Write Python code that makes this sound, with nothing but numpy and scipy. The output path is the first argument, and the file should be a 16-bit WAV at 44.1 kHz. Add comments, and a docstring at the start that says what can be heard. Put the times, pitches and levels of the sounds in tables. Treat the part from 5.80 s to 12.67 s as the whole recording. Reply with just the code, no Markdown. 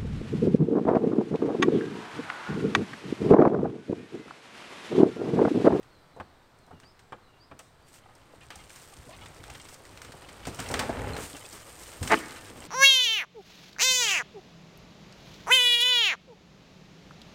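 """At a forest edge small birds whistle over a steady hush, and the trunks scatter a thin echo.
A mountain bike is walked off a wooden ramp: shoes knock on planks, the bike clicks, dry grass rustles.
A second bike rattles down the trail and, near 4.9 s, drums over the hollow deck.
It flies with its freewheel ticking and lands on dirt at 6.2 s, where a tyre buzzes briefly
against the frame as the suspension bottoms out."""
import sys
import numpy as np
from scipy import signal
from scipy.fft import rfft, irfft, next_fast_len
from scipy.io import wavfile
from scipy.ndimage import uniform_filter1d, map_coordinates

SR = 44100
rng = np.random.default_rng(int(sys.argv[2]) if len(sys.argv) > 2 else 0)


def bounce(signal):
    """Save signal as a 16-bit WAV file at the path given by the first command-line argument."""
    frames = np.transpose(np.atleast_2d(signal))
    limited = np.clip(frames, -1, 1)
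    pcm = np.round(limited * 32767).astype(np.int16)
    wavfile.write(sys.argv[1], SR, pcm)


N = 303119

# Levels are mix trims; on resonances and spectra they only shape the tone.
# shoes and wheels on wood and hard ground: start_s, level_db, thump_db, brightness_hz, clatter_t60_s
KNOCKS = [(.364, -33.5, -16, 700, 0.14), (.3997, -26.5, -6.5, 1500, 0.044), (.877, -45, -2, 1410, .083),
          (.909, -37, -4, 1290, 0.099), (.932, -47, 11, 1100, .06), (1.033, -43.5, -2, 3000, .04),
          (1.3228, -28, -8.5, 1570, .075), (1.7132, -36, 0, 1770, .061), (1.794, -38, -18, 2470, 0.058),
          (2.535, -40.5, -10, 690, 0.02), (2.704, -35.5, -16, 3500, 0.2), (3.268, -48.5, 10.5, 800, .2),
          (3.603, -51, 14, 700, .06), (3.702, -48, 2, 1100, .073), (4.288, -39.5, -1, 600, .049),
          (4.339, -38, -5, 900, 0.036), (4.672, -25, 2, 704, 0.048), (4.789, -27.5, 3, 2210, 0.12),
          (4.908, -28.5, 4, 1770, 0.027), (4.94, -21, -5.5, 2000, 0.1), (4.998, -19.5, -19, 1560, 0.19),
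          (5.094, -16.5, -26, 620, 0.0087), (5.387, -32, 1.5, 2200, 0.099), (5.426, -38.5, 8, 1790, .05),
          (5.538, -40.5, 8.5, 900, 0.23), (6.216, -33.5, 0, 595, 0.074), (6.227, -34, -2, 1470, 0.19),
          (6.251, -31.5, 3.5, 1390, .12)]
# chain, pedals and twigs: start_s, level_db, clack_db, t60_s
CLICKS = [(.029, -52.5, 2.5, .028), (0.787, -52, -20, .02), (.864, -53, -20, .02), (1, -44, -3, .012),
          (1.1915, -49.5, -1, 0.049), (1.791, -35, -13, 0.027), (2.3515, -48, -13, .032),
          (2.7036, -37.5, 3.5, 0.023), (2.7567, -32.5, -11, 0.014), (2.9023, -41.5, -1, .025),
          (2.9594, -36.5, -5, 0.013), (3.4573, -45, 5, 0.061), (3.6385, -38, 3, 0.0076),
          (3.7, -35.5, -1, 0.02), (3.7513, -42.5, 2, 0.043), (3.798, -48, -3, 0.022),
          (3.8524, -43.5, 2.5, .02), (3.8865, -40, -5, .047), (3.941, -36, -17, .034),
          (4.052, -37.5, -1, .006), (4.1732, -41, 3, 0.021), (4.2174, -30.5, -4, 0.0094),
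          (4.247, -39.5, 1, .025), (4.3194, -41.5, 0.5, 0.052), (4.4194, -51, 9.5, 0.025),
          (4.488, -45.5, 5, 0.045), (4.653, -35, 4, 0.021), (4.6687, -29.5, -7.5, 0.072),
          (4.7457, -28.5, -18, 0.0095), (4.7924, -31, -0.5, 0.017), (4.7999, -24, -4.5, .025),
          (4.8877, -27.5, -9, .025), (4.9134, -22.5, -16, 0.013), (4.9401, -21.5, 4, 0.013),
          (4.9919, -21.5, -0.5, 0.056), (5.365, -36, 4, 0.046), (5.5653, -33, -10, .025),
          (5.727, -31.5, -18, 0.028), (6.2277, -26.5, -7, 0.071), (6.2748, -24, -2.5, 0.025),
          (6.318, -21.5, 1.5, 0.02), (6.567, -42.5, 1, .035)]
# short steel rings of the moving bike: start_s, pitch_hz, level_db, t60_s
PINGS = [(6.3, 8600, -58, 0.082), (5.333, 4170, -37, 0.065), (5.567, 2700, -45, 0.046),
         (5.65, 2560, -41, 0.037), (5.649, 3400, -44, 0.047)]
# the walked bike over the bigger bumps: start_s, level_db, length_s, brightness_hz
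RATTLES = [(2.258, -50.5, .011, 1300), (2.286, -56, .04, 1400), (2.611, -53.5, 0.029, 5000),
           (2.755, -51, 0.01, 1200), (2.789, -51.5, 0.033, 2970), (3.123, -51, 0.015, 1000),
           (3.286, -47.5, 0.04, 1020), (3.326, -49.5, 0.032, 4970), (3.412, -48, .028, 2900),
           (3.633, -51, .014, 5000), (3.679, -49, 0.037, 1100), (3.747, -48.5, 0.014, 4000),
           (3.798, -49, 0.015, 6000), (3.925, -51.5, .012, 800), (4.439, -53, 0.014, 3000)]
# how hard tyres and shoes work the ground: time_s, soil_db, grass_db
GROUND_EFFORT = [(2.0, -65, -77.5), (2.6, -62, -68.5), (2.98, -61.5, -58), (3.55, -54.5, -60.5),
                 (3.8, -56.5, -56.5), (3.94, -57, -61.5), (4.64, -51, -59.5), (4.87, -43, -51),
                 (5.06, -44.5, -56), (5.19, -41, -55), (5.51, -52, -54), (6.0, -53, -55.5),
                 (6.26, -50, -60.5), (6.38, -49, -46), (6.54, -52.5, -55), (6.87, -51, -53)]
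# shoes and tyres brushing dry grass: peak_s, level_db, rise_s, fall_s
SWISHES = [(2.085, -63.5, 0.024, .04), (2.15, -51.5, 0.024, 0.034), (2.92, -60, 0.021, 0.19),
           (3.925, -53.5, 0.032, 0.017), (5.385, -45, 0.016, 0.12), (5.735, -53.5, 0.039, 0.034),
           (6.05, -52.5, 0.064, .1), (6.27, -43, 0.059, 0.068)]
# a foot or wheel dropping its weight on earth: start_s, level_db, fall_s
THUDS = [(2.57, -48.5, 0.045), (2.77, -49, 0.037), (3.17, -47, 0.052), (3.35, -51, 0.091), (3.6, -53, .06),
         (3.7, -47.5, 0.1), (4.12, -52.5, 0.11), (4.5, -59, 0.051), (4.67, -45, 0.03), (6.218, -32, 0.043)]
# tyres taking the load after the landing: peak_s, level_db, rise_s, fall_s
TREAD_LOADS = [(6.35, -31.5, .004, 0.061), (6.78, -47, 0.14, 0.31)]
# bird notes: start_s, length_s, first_hz, last_hz, bend (below 1 the glide comes early), level_db
BIRD_NOTES = [(.085, 0.16, 6000, 3900, .15, -70), (.2, 0.11, 4650, 4520, 1, -75),
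              (.32, 0.13, 3950, 4710, 3, -70), (0.475, 0.19, 3950, 3650, .5, -77),
              (.53, .13, 4500, 4620, .5, -81), (.79, 0.096, 4700, 3900, .4, -72),
              (.92, .09, 3000, 2780, .3, -68), (1.037, 0.077, 4350, 5280, .75, -62.5),
              (1.213, 0.18, 8000, 7100, 1, -81), (1.418, 0.072, 5300, 3800, .2, -70),
              (1.465, 0.11, 3050, 2760, .3, -70), (1.595, 0.056, 4100, 5200, .55, -61),
              (1.84, 0.061, 3650, 4200, 2, -73), (2.0, .09, 4750, 4600, .5, -73)]

# resonances of the hollow ramp: pitch_hz, width_hz, level_db
RAMP_MODES = [(66, 11, -5), (87, 23, 6.5), (156, 38, 0.5), (232, 71, -5), (253, 26, 4.5), (431, 80, 3.5),
              (530, 150, -8), (794, 96, -3), (1210, 300, -16.5), (1950, 1400, -19)]
# boom of the deck's unsupported end: pitch_hz, width_hz, level_db
SPAN_MODES = [(88.5, 22, 0), (66, 12, -8)]
# ring of a knocked plank: pitch_hz, width_hz, level_db
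PLANK_MODES = [(244, 120, -6), (518, 74, -1), (707, 120, -2), (854, 92, -2.5), (1164, 520, -5.5),
               (1650, 580, -14), (2360, 110, -11), (2900, 1200, -6.5)]
# low thump of deck and packed earth: pitch_hz, width_hz, level_db
THUMP_MODES = [(89, 17, 6), (142, 69, 6.5), (254, 44, 0.5), (353, 160, -7)]
# ring of the frame under the rubbing tyre: pitch_hz, width_hz, level_db
FRAME_MODES = [(238, 42, -18), (330, 19, 6), (437, 32, 6), (652, 63, 1), (725, 68, 2), (870, 84, 1.5),
               (1090, 130, -1), (1228, 82, -1.5), (1520, 190, -3.5), (1783, 33, 4), (1900, 50, -3),
               (1970, 54, -1), (2170, 36, -13), (2440, 38, -27)]
# hollow ring of the walked bike: pitch_hz, width_hz, level_db
HOLLOW_MODES = [(795, 81, 2), (1190, 50, -2.5), (2030, 200, -10), (2726, 34, -3.5), (3016, 52, -5),
                (3800, 30, -19)]
# ring of the freewheel hub: pitch_hz, width_hz, level_db
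HUB_MODES = [(5090, 410, -6), (7200, 600, -1.5), (8750, 2500, -6), (13000, 5100, 1.5)]
# drone of the rolling tyre: pitch_hz, width_hz, level_db
TREAD_MODES = [(271, 52, 1), (314, 46, -4), (460, 94, -12.5)]

# rubber rasping on the frame: frequency_hz, level_db
RASP_SPECTRUM = [(150, -22), (300, 5), (2500, -6), (4000, 10), (7000, 4), (15000, -23)]
# a small hard snap: frequency_hz, level_db
SNAP_SPECTRUM = [(2000, -21), (4000, -4.5), (5500, 2.5), (9000, -4), (12000, -6.5), (16000, 4.5)]
# scraped soil: frequency_hz, level_db
SOIL_SPECTRUM = [(120, -42), (300, 4), (500, 4.5), (800, 0.5), (1300, -2), (2200, -30), (5000, -29.5)]
# twig crunch, also the clack of a click: frequency_hz, level_db
TWIG_SPECTRUM = [(700, -7.5), (1500, 2), (2200, 0.5), (3200, -3.5), (4500, -7.5), (7000, -17), (15000, -58)]
# dry grass: frequency_hz, level_db
GRASS_SPECTRUM = [(2000, 0.5), (4000, -2), (5500, -0.5), (7000, -1), (9000, -4), (12000, -1), (16000, 3.5)]
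# earth rumble and thuds: frequency_hz, level_db
EARTH_SPECTRUM = [(20, -26), (50, 7), (95, 4), (170, -4), (300, -7.5), (600, -53), (1500, -78)]
# valley hush: frequency_hz, level_db
AIR_SPECTRUM = [(20, 6), (45, -0.5), (65, -1), (110, 4.5), (200, -4), (350, -4.5), (900, -6.5), (1400, -9),
                (2800, -19), (4200, -19), (5200, -24), (9000, -34), (16000, -22.5)]
# echo decay among the trunks: frequency_hz, t60_s
FOREST_DECAY = [(100, 0.97), (400, 0.49), (1500, 0.7), (4000, 0.44), (12000, 0.078)]
# microphone tone: frequency_hz, gain_db
MIC_RESPONSE = [(20, -3.5), (6800, -0.5), (8700, 6.5), (10000, -3.5), (11500, -8), (14000, -8.5),
                (16000, -18.5)]

TOP_HZ = 15830  # band limit
TIME = np.arange(N) / SR


def deck(on_s=4.91, off_s=5.394, plank_hz=42, roar=0.53, sag_db_per_s=1):
    """Wheels slap plank after plank as the tread roars; the ramp resonates and its free end booms."""
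    phase = np.cumsum(plank_hz * amp(1.5 * wobble(25))) / SR % 1
    tread = rng.standard_normal(N) * (roar + np.exp(-phase / 0.16))
    ridden_s = np.clip(TIME, on_s, off_s) - on_s
    load = amp(-35 - sag_db_per_s * ridden_s) * held(on_s, off_s, rise_s=0.027, fall_s=0.016)
    end_load = amp(-37.5) * held(5.18, off_s, rise_s=0.02, fall_s=0.016)
    drum = unit(resonate(tread, RAMP_MODES, bright_hz=2190))
    boom = unit(resonate(tread, SPAN_MODES, bright_hz=202))
    return load * drum + end_load * boom


def tyre_buzz(on_s=6.303, off_s=6.344, knob_hz=108.9, first_db=-23.5, full_db=-11, squeeze_s=0.02):
    """Tread knobs strike the frame too fast to count, ever harder until the suspension lets go."""
    slack = np.exp(-np.maximum(TIME - on_s, 0) / squeeze_s)
    press = amp(full_db + (first_db - full_db) * slack) * held(on_s, off_s, rise_s=0.0037, fall_s=0.0013)
    phase = (TIME - 6.3425) * knob_hz % 1  # one knob hits just before the release
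    strikes = unit(1. * (np.diff(phase, prepend=0) < -.5))
    scuff = unit(rng.standard_normal(N) * (1 + np.exp(-phase / 0.4)))
    force = strikes + 1.28 * scuff
    ring = resonate(press * force, FRAME_MODES, bright_hz=2370)
    steady_rms = np.std(resonate(force[:SR], FRAME_MODES, bright_hz=2370))
    rasp = amp(-29) * press * coloured(scuff, RASP_SPECTRUM)
    return ring / steady_rms + rasp


def knocks(hold_s=0.0077, shake_db=-25, snap_db=-25):
    """A sole or wheel snaps down and clatters; the planks ring and shake on over a hollow thump."""
    out, t = np.zeros(N), np.arange(SR // 4) / SR
    for start_s, db, thump_db, bright_hz, t60_s in KNOCKS:
        contact, weight, sand = rng.standard_normal((3, len(t)))
        contact *= decay(t - hold_s, t60_s) + amp(shake_db) * decay(t, t60_s=0.64)
        wood = unit(resonate(contact, PLANK_MODES, bright_hz))
        thump = unit(resonate(weight * decay(t, t60_s=0.2), THUMP_MODES, bright_hz=507))
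        snap = unit(coloured(sand, SNAP_SPECTRUM) * decay(t, t60_s=0.064))
        add(out, start_s, amp(db - 21) * (wood + amp(thump_db) * thump + amp(snap_db) * snap))
    return out


def clicks(hold_s=0.00085, rise_s=0.00063, rattle_db=-15):
    """Chain, pedals and twigs click: a bright snap and a lower clack, trailing into a faint rattle."""
    out, t = np.zeros(N), np.arange(SR // 5) / SR
    for start_s, db, clack_db, t60_s in CLICKS:
        snap, clack = rng.standard_normal((2, len(t)))
        scrape = coloured(snap, SNAP_SPECTRUM) + amp(clack_db) * coloured(clack, TWIG_SPECTRUM)
        fade = decay(t - hold_s, t60_s) + amp(rattle_db) * decay(t, t60_s=0.46)
        add(out, start_s, amp(db - 3.5) * attack(t, rise_s) * fade * scrape)
    return out


def pings(rise_s=0.00067):
    """Struck steel on the bike rings briefly at a single pitch."""
    out, t = np.zeros(N), np.arange(SR // 5) / SR
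    for start_s, hz, db, t60_s in PINGS:
        add(out, start_s, amp(db) * attack(t, rise_s) * decay(t, t60_s) * np.sin(2 * np.pi * hz * t))
    return out


def freewheel(on_s=5.25, off_s=6.07, pawl_hz=116.2, life_s=0.0023, uneven_db=2):
    """As the rider coasts, pawls drop over the hub's teeth, each a little harder or softer."""
    since_drop_s = np.cumsum(pawl_hz * (1 + .03 * wobble(14))) / SR % 1 / pawl_hz
    drops = rng.standard_normal(N) * np.exp(-since_drop_s / life_s) * amp(uneven_db * wobble(70))
    ring = unit(resonate(drops, HUB_MODES, bright_hz=15000))
    return amp(-54.5) * held(on_s, off_s, rise_s=0.17, fall_s=0.48) * ring


def rattles(detune=0.061):
    """Loose parts chatter against the hollow frame; each bump rings it a little differently."""
    out, t = np.zeros(N), np.arange(SR // 5) / SR
    for start_s, db, length_s, bright_hz in RATTLES:
        chatter = rng.standard_normal(len(t)) * np.exp(-(t / length_s) ** 4)
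        shift = np.exp(detune * rng.standard_normal())
        # a harder contact drives the high modes and leaves the low ones
        ring = filtered(chatter, lambda f: body(HOLLOW_MODES, f * shift, bright_hz) * low_cut(f, bright_hz))
        add(out, start_s, amp(db) * unit_at_loudest(ring, length_s + 0.003))
    return out


def jiggle(rate_hz=14, life_s=0.0044, level_db=-6, spread_db=3):
    """Small bumps shake the loose parts at random, more strongly on rougher ground."""
    chance, size, chatter = rng.random(N), rng.standard_normal(N), rng.standard_normal(N)
    bumps = (chance < rate_hz / SR) * amp(spread_db * np.clip(size, -1, 1))
    chatter *= with_tails(bumps, life_s)
    ring = unit(filtered(chatter, lambda f: body(HOLLOW_MODES, f, bright_hz=4020) * low_cut(f, 2500)))
    soil, grass = ground_gains()
    return amp(level_db) * np.sqrt(soil * grass) * ring


def ground(soil_db=-0.5, twig_db=-2.5, grass_db=3.5, twigs_in_grass=0.33):
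    """Tyres and shoes scrape soil and crush twigs and dry grass in uneven clumps."""
    soil, grass = ground_gains()
    clumps = wobble(45)
    twigs = grass ** twigs_in_grass * soil ** (1 - twigs_in_grass)
    for peak_s, db, rise_s, fall_s in SWISHES:
        width_s = np.where(TIME < peak_s, rise_s, fall_s)
        grass = grass + amp(db) * np.exp(-((TIME - peak_s) / width_s) ** 2)
    rustle = coloured(grit(rate_hz=1200, spread_db=4, share=0.5), GRASS_SPECTRUM)
    scrape = coloured(grit(rate_hz=220, spread_db=2, share=0.25), SOIL_SPECTRUM)
    crunch = coloured(grit(rate_hz=330, spread_db=5, share=0.38), TWIG_SPECTRUM)
    return (soil * scrape * amp(soil_db + 1.4 * clumps)
            + twigs * crunch * amp(twig_db + 2.26 * clumps)
            + grass * rustle * amp(grass_db + 1.8 * clumps))


def grit(rate_hz, spread_db, share):
    """Tiny fractures of scattered size make up a share of a smooth hiss."""
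    hiss, chance, size = rng.standard_normal(N), rng.random(N), rng.standard_normal(N)
    snaps = (chance < rate_hz / SR) * amp(spread_db * np.clip(size, -2, 2))
    crackle = unit(with_tails(snaps, life_s=0.00059))
    return hiss * np.sqrt(1 - share + share * crackle ** 2)


def stalk_ticks(rate_hz=40, life_s=0.0014, level_db=8, spread_db=3, centre_hz=5200, octaves=0.87):
    """Dry stalks and grit snap at random, each at its own pitch, louder where bikes stir the grass."""
    out, t = np.zeros(N), np.arange(SR // 50) / SR
    _, grass = ground_gains()
    chance, size, pitch = rng.random(N), rng.standard_normal(N), rng.standard_normal(N)
    hiss = rng.standard_normal(N + len(t))
    for i in np.flatnonzero(chance < rate_hz / SR):
        hz = min(centre_hz * 2 ** (octaves * pitch[i]), TOP_HZ)
        burst = hiss[i:i + len(t)] * np.exp(-t / life_s)
        snap = resonate(burst, [(hz, 0.54 * hz, 0)], TOP_HZ)
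        gain = grass[i] * amp(level_db + spread_db * np.clip(size[i], -2, 1))
        add(out, i / SR, gain * unit_at_loudest(snap, life_s))
    return out


def earth(rumble_db=-59.5, thud_rise_s=0.0048):
    """The earth rumbles with the rolling and thuds under each weight; loaded tyres drone on it."""
    soil, _ = ground_gains()
    rolling = amp(rumble_db) * soil / np.median(soil)
    thuds = sum(amp(db) * held(s, s + thud_rise_s, thud_rise_s, fall_s) for s, db, fall_s in THUDS)
    bumps = amp(1.5 * wobble(22))
    load = sum(amp(db) * held(s, s, rise_s, fall_s) for s, db, rise_s, fall_s in TREAD_LOADS)
    drone = unit(resonate(rng.standard_normal(N), TREAD_MODES, bright_hz=600))
    rumble = coloured(rng.standard_normal(N), EARTH_SPECTRUM)
    return (rolling + thuds) * bumps * rumble + load * drone


def birds(waver=0.0139, taper=0.35):
    """Distant thin whistles: each swells, glides from one pitch to another, wavers and fades."""
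    out, drift = np.zeros(N), 1 + waver * wobble(160)
    for start_s, length_s, first_hz, last_hz, bend, db in BIRD_NOTES:
        progress = np.linspace(0, 1, int(length_s * SR))
        glide_hz = first_hz + (last_hz - first_hz) * progress ** bend
        hz = glide_hz * drift[round(start_s * SR):][:len(progress)]
        whistle = np.sin(2 * np.pi * np.cumsum(hz) / SR)
        add(out, start_s, amp(db) * signal.windows.tukey(len(whistle), taper) * whistle)
    return out


def forest_echo(send, rise_s=0.0021):
    """Trunks scatter a thin tail in which each frequency dies at its own speed."""
    hz, t, bands = signal.stft(rng.standard_normal(SR), SR, nperseg=256)
    bands *= attack(t, rise_s) * decay(t, along(FOREST_DECAY, hz)[:, None])
    _, tail = signal.istft(bands, SR, nperseg=256)
    return signal.fftconvolve(send, tail / np.linalg.norm(tail))[:N]


def air():
    """The steady hush of the valley and trees."""
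    level_db = np.interp(TIME, [0, .7, 1.9, 3], [-55.0, -56.5, -57, -55.5])
    return amp(level_db + 0.068 * wobble(6.35)) * coloured(rng.standard_normal(N), AIR_SPECTRUM)


def ground_gains():
    """Fader curves for soil and grass, closed before the first cue and after the last."""
    s, *levels_db = np.transpose(GROUND_EFFORT)
    cues_s = np.r_[s[0] - .02, s, s[-1] + .04]
    return [amp(np.interp(TIME, cues_s, np.r_[-100, db, -100])) for db in levels_db]


def held(on_s, off_s, rise_s, fall_s):
    """An envelope that swells up to on_s, holds, and dies away from off_s."""
    return np.exp(np.minimum(TIME - on_s, 0) / rise_s - np.maximum(TIME - off_s, 0) / fall_s)


def attack(t, rise_s):
    """A fade-in that softens an onset."""
    return 1 - np.exp(-t / rise_s)


def decay(t, t60_s):
    """Full level until t = 0, then down 60 dB every t60_s."""
    return amp(-60 * np.maximum(t, 0) / t60_s)


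def with_tails(impulses, life_s):
    """Each impulse gets an exponential release."""
    return signal.lfilter([1], [1, -np.exp(-1 / (life_s * SR))], impulses)


def wobble(rate_hz):
    """A smooth random curve through rate_hz points a second."""
    knots = rng.standard_normal(int(N * rate_hz / SR) + 4)
    return map_coordinates(knots, [TIME * rate_hz])


def body(modes, f, bright_hz):
    """The response of a set of resonances to a contact that is soft above bright_hz."""
    ring = sum(amp(db) * 1j * f * width / (hz * hz - f * f + 1j * f * width) for hz, width, db in modes)
    return ring / np.sqrt(1 + (f / bright_hz) ** 6)


def resonate(x, modes, bright_hz):
    """x played through a resonant body."""
    return filtered(x, lambda f: body(modes, f, bright_hz))


def low_cut(f, corner_hz):
    """A gentle bass roll-off."""
    return f / np.hypot(f, corner_hz)


def coloured(x, spectrum):
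    """x shaped by an EQ curve, at rms 1."""
    return unit(filtered(x, lambda hz: amp(along(spectrum, hz))))


def filtered(x, response):
    """x through a complex frequency response."""
    size = next_fast_len(len(x) + 8192)
    return irfft(rfft(x, size) * response(np.fft.rfftfreq(size, 1 / SR)), size)[:len(x)]


def along(points, hz):
    """A curve read on a log frequency axis."""
    points_hz, values = np.transpose(points)
    return np.interp(np.log(hz + 1), np.log(points_hz + 1), values)


def amp(db):
    """Decibels to gain."""
    return 10 ** (np.asarray(db) / 20)


def unit(x):
    """Scaled to rms 1."""
    return x / np.sqrt(np.mean(x ** 2) + 1e-20)


def unit_at_loudest(x, span_s):
    """Scaled to rms 1 over its loudest span."""
    power = uniform_filter1d(x ** 2, max(int(span_s * SR), 1))
    return x / np.sqrt(np.max(power) + 1e-20)


def add(track, start_s, x):
    """Mix x into the track from start_s."""
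    part = track[max(round(start_s * SR), 0):][:len(x)]
    part += x[:len(part)]


def scene(tree_line_s=0.085):
    """Near sounds are almost dry, birds sit deep in the trees, the buzz slaps back off the tree line."""
    hits = knocks() + rattles() + jiggle() + clicks() + pings() + deck() + freewheel()
    song, buzz = birds(), tyre_buzz()
    slapback = np.zeros(N)
    add(slapback, tree_line_s, resonate(buzz, [(1740, 500, 0.0046)], bright_hz=2600))
    send = amp(-20.5) * hits + amp(-4.5) * song + amp(-24.5) * buzz + amp(-21.5) * slapback
    return (hits + song + buzz + forest_echo(send) + ground() + earth() + stalk_ticks() + air())[None]


def record(dry):
    """The microphone port has a treble resonance; nothing is kept above the band limit."""
    return np.array([filtered(x, lambda hz: amp(along(MIC_RESPONSE, hz)) * (hz < TOP_HZ)) for x in dry])


dry = scene()
out = record(dry)
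bounce(out)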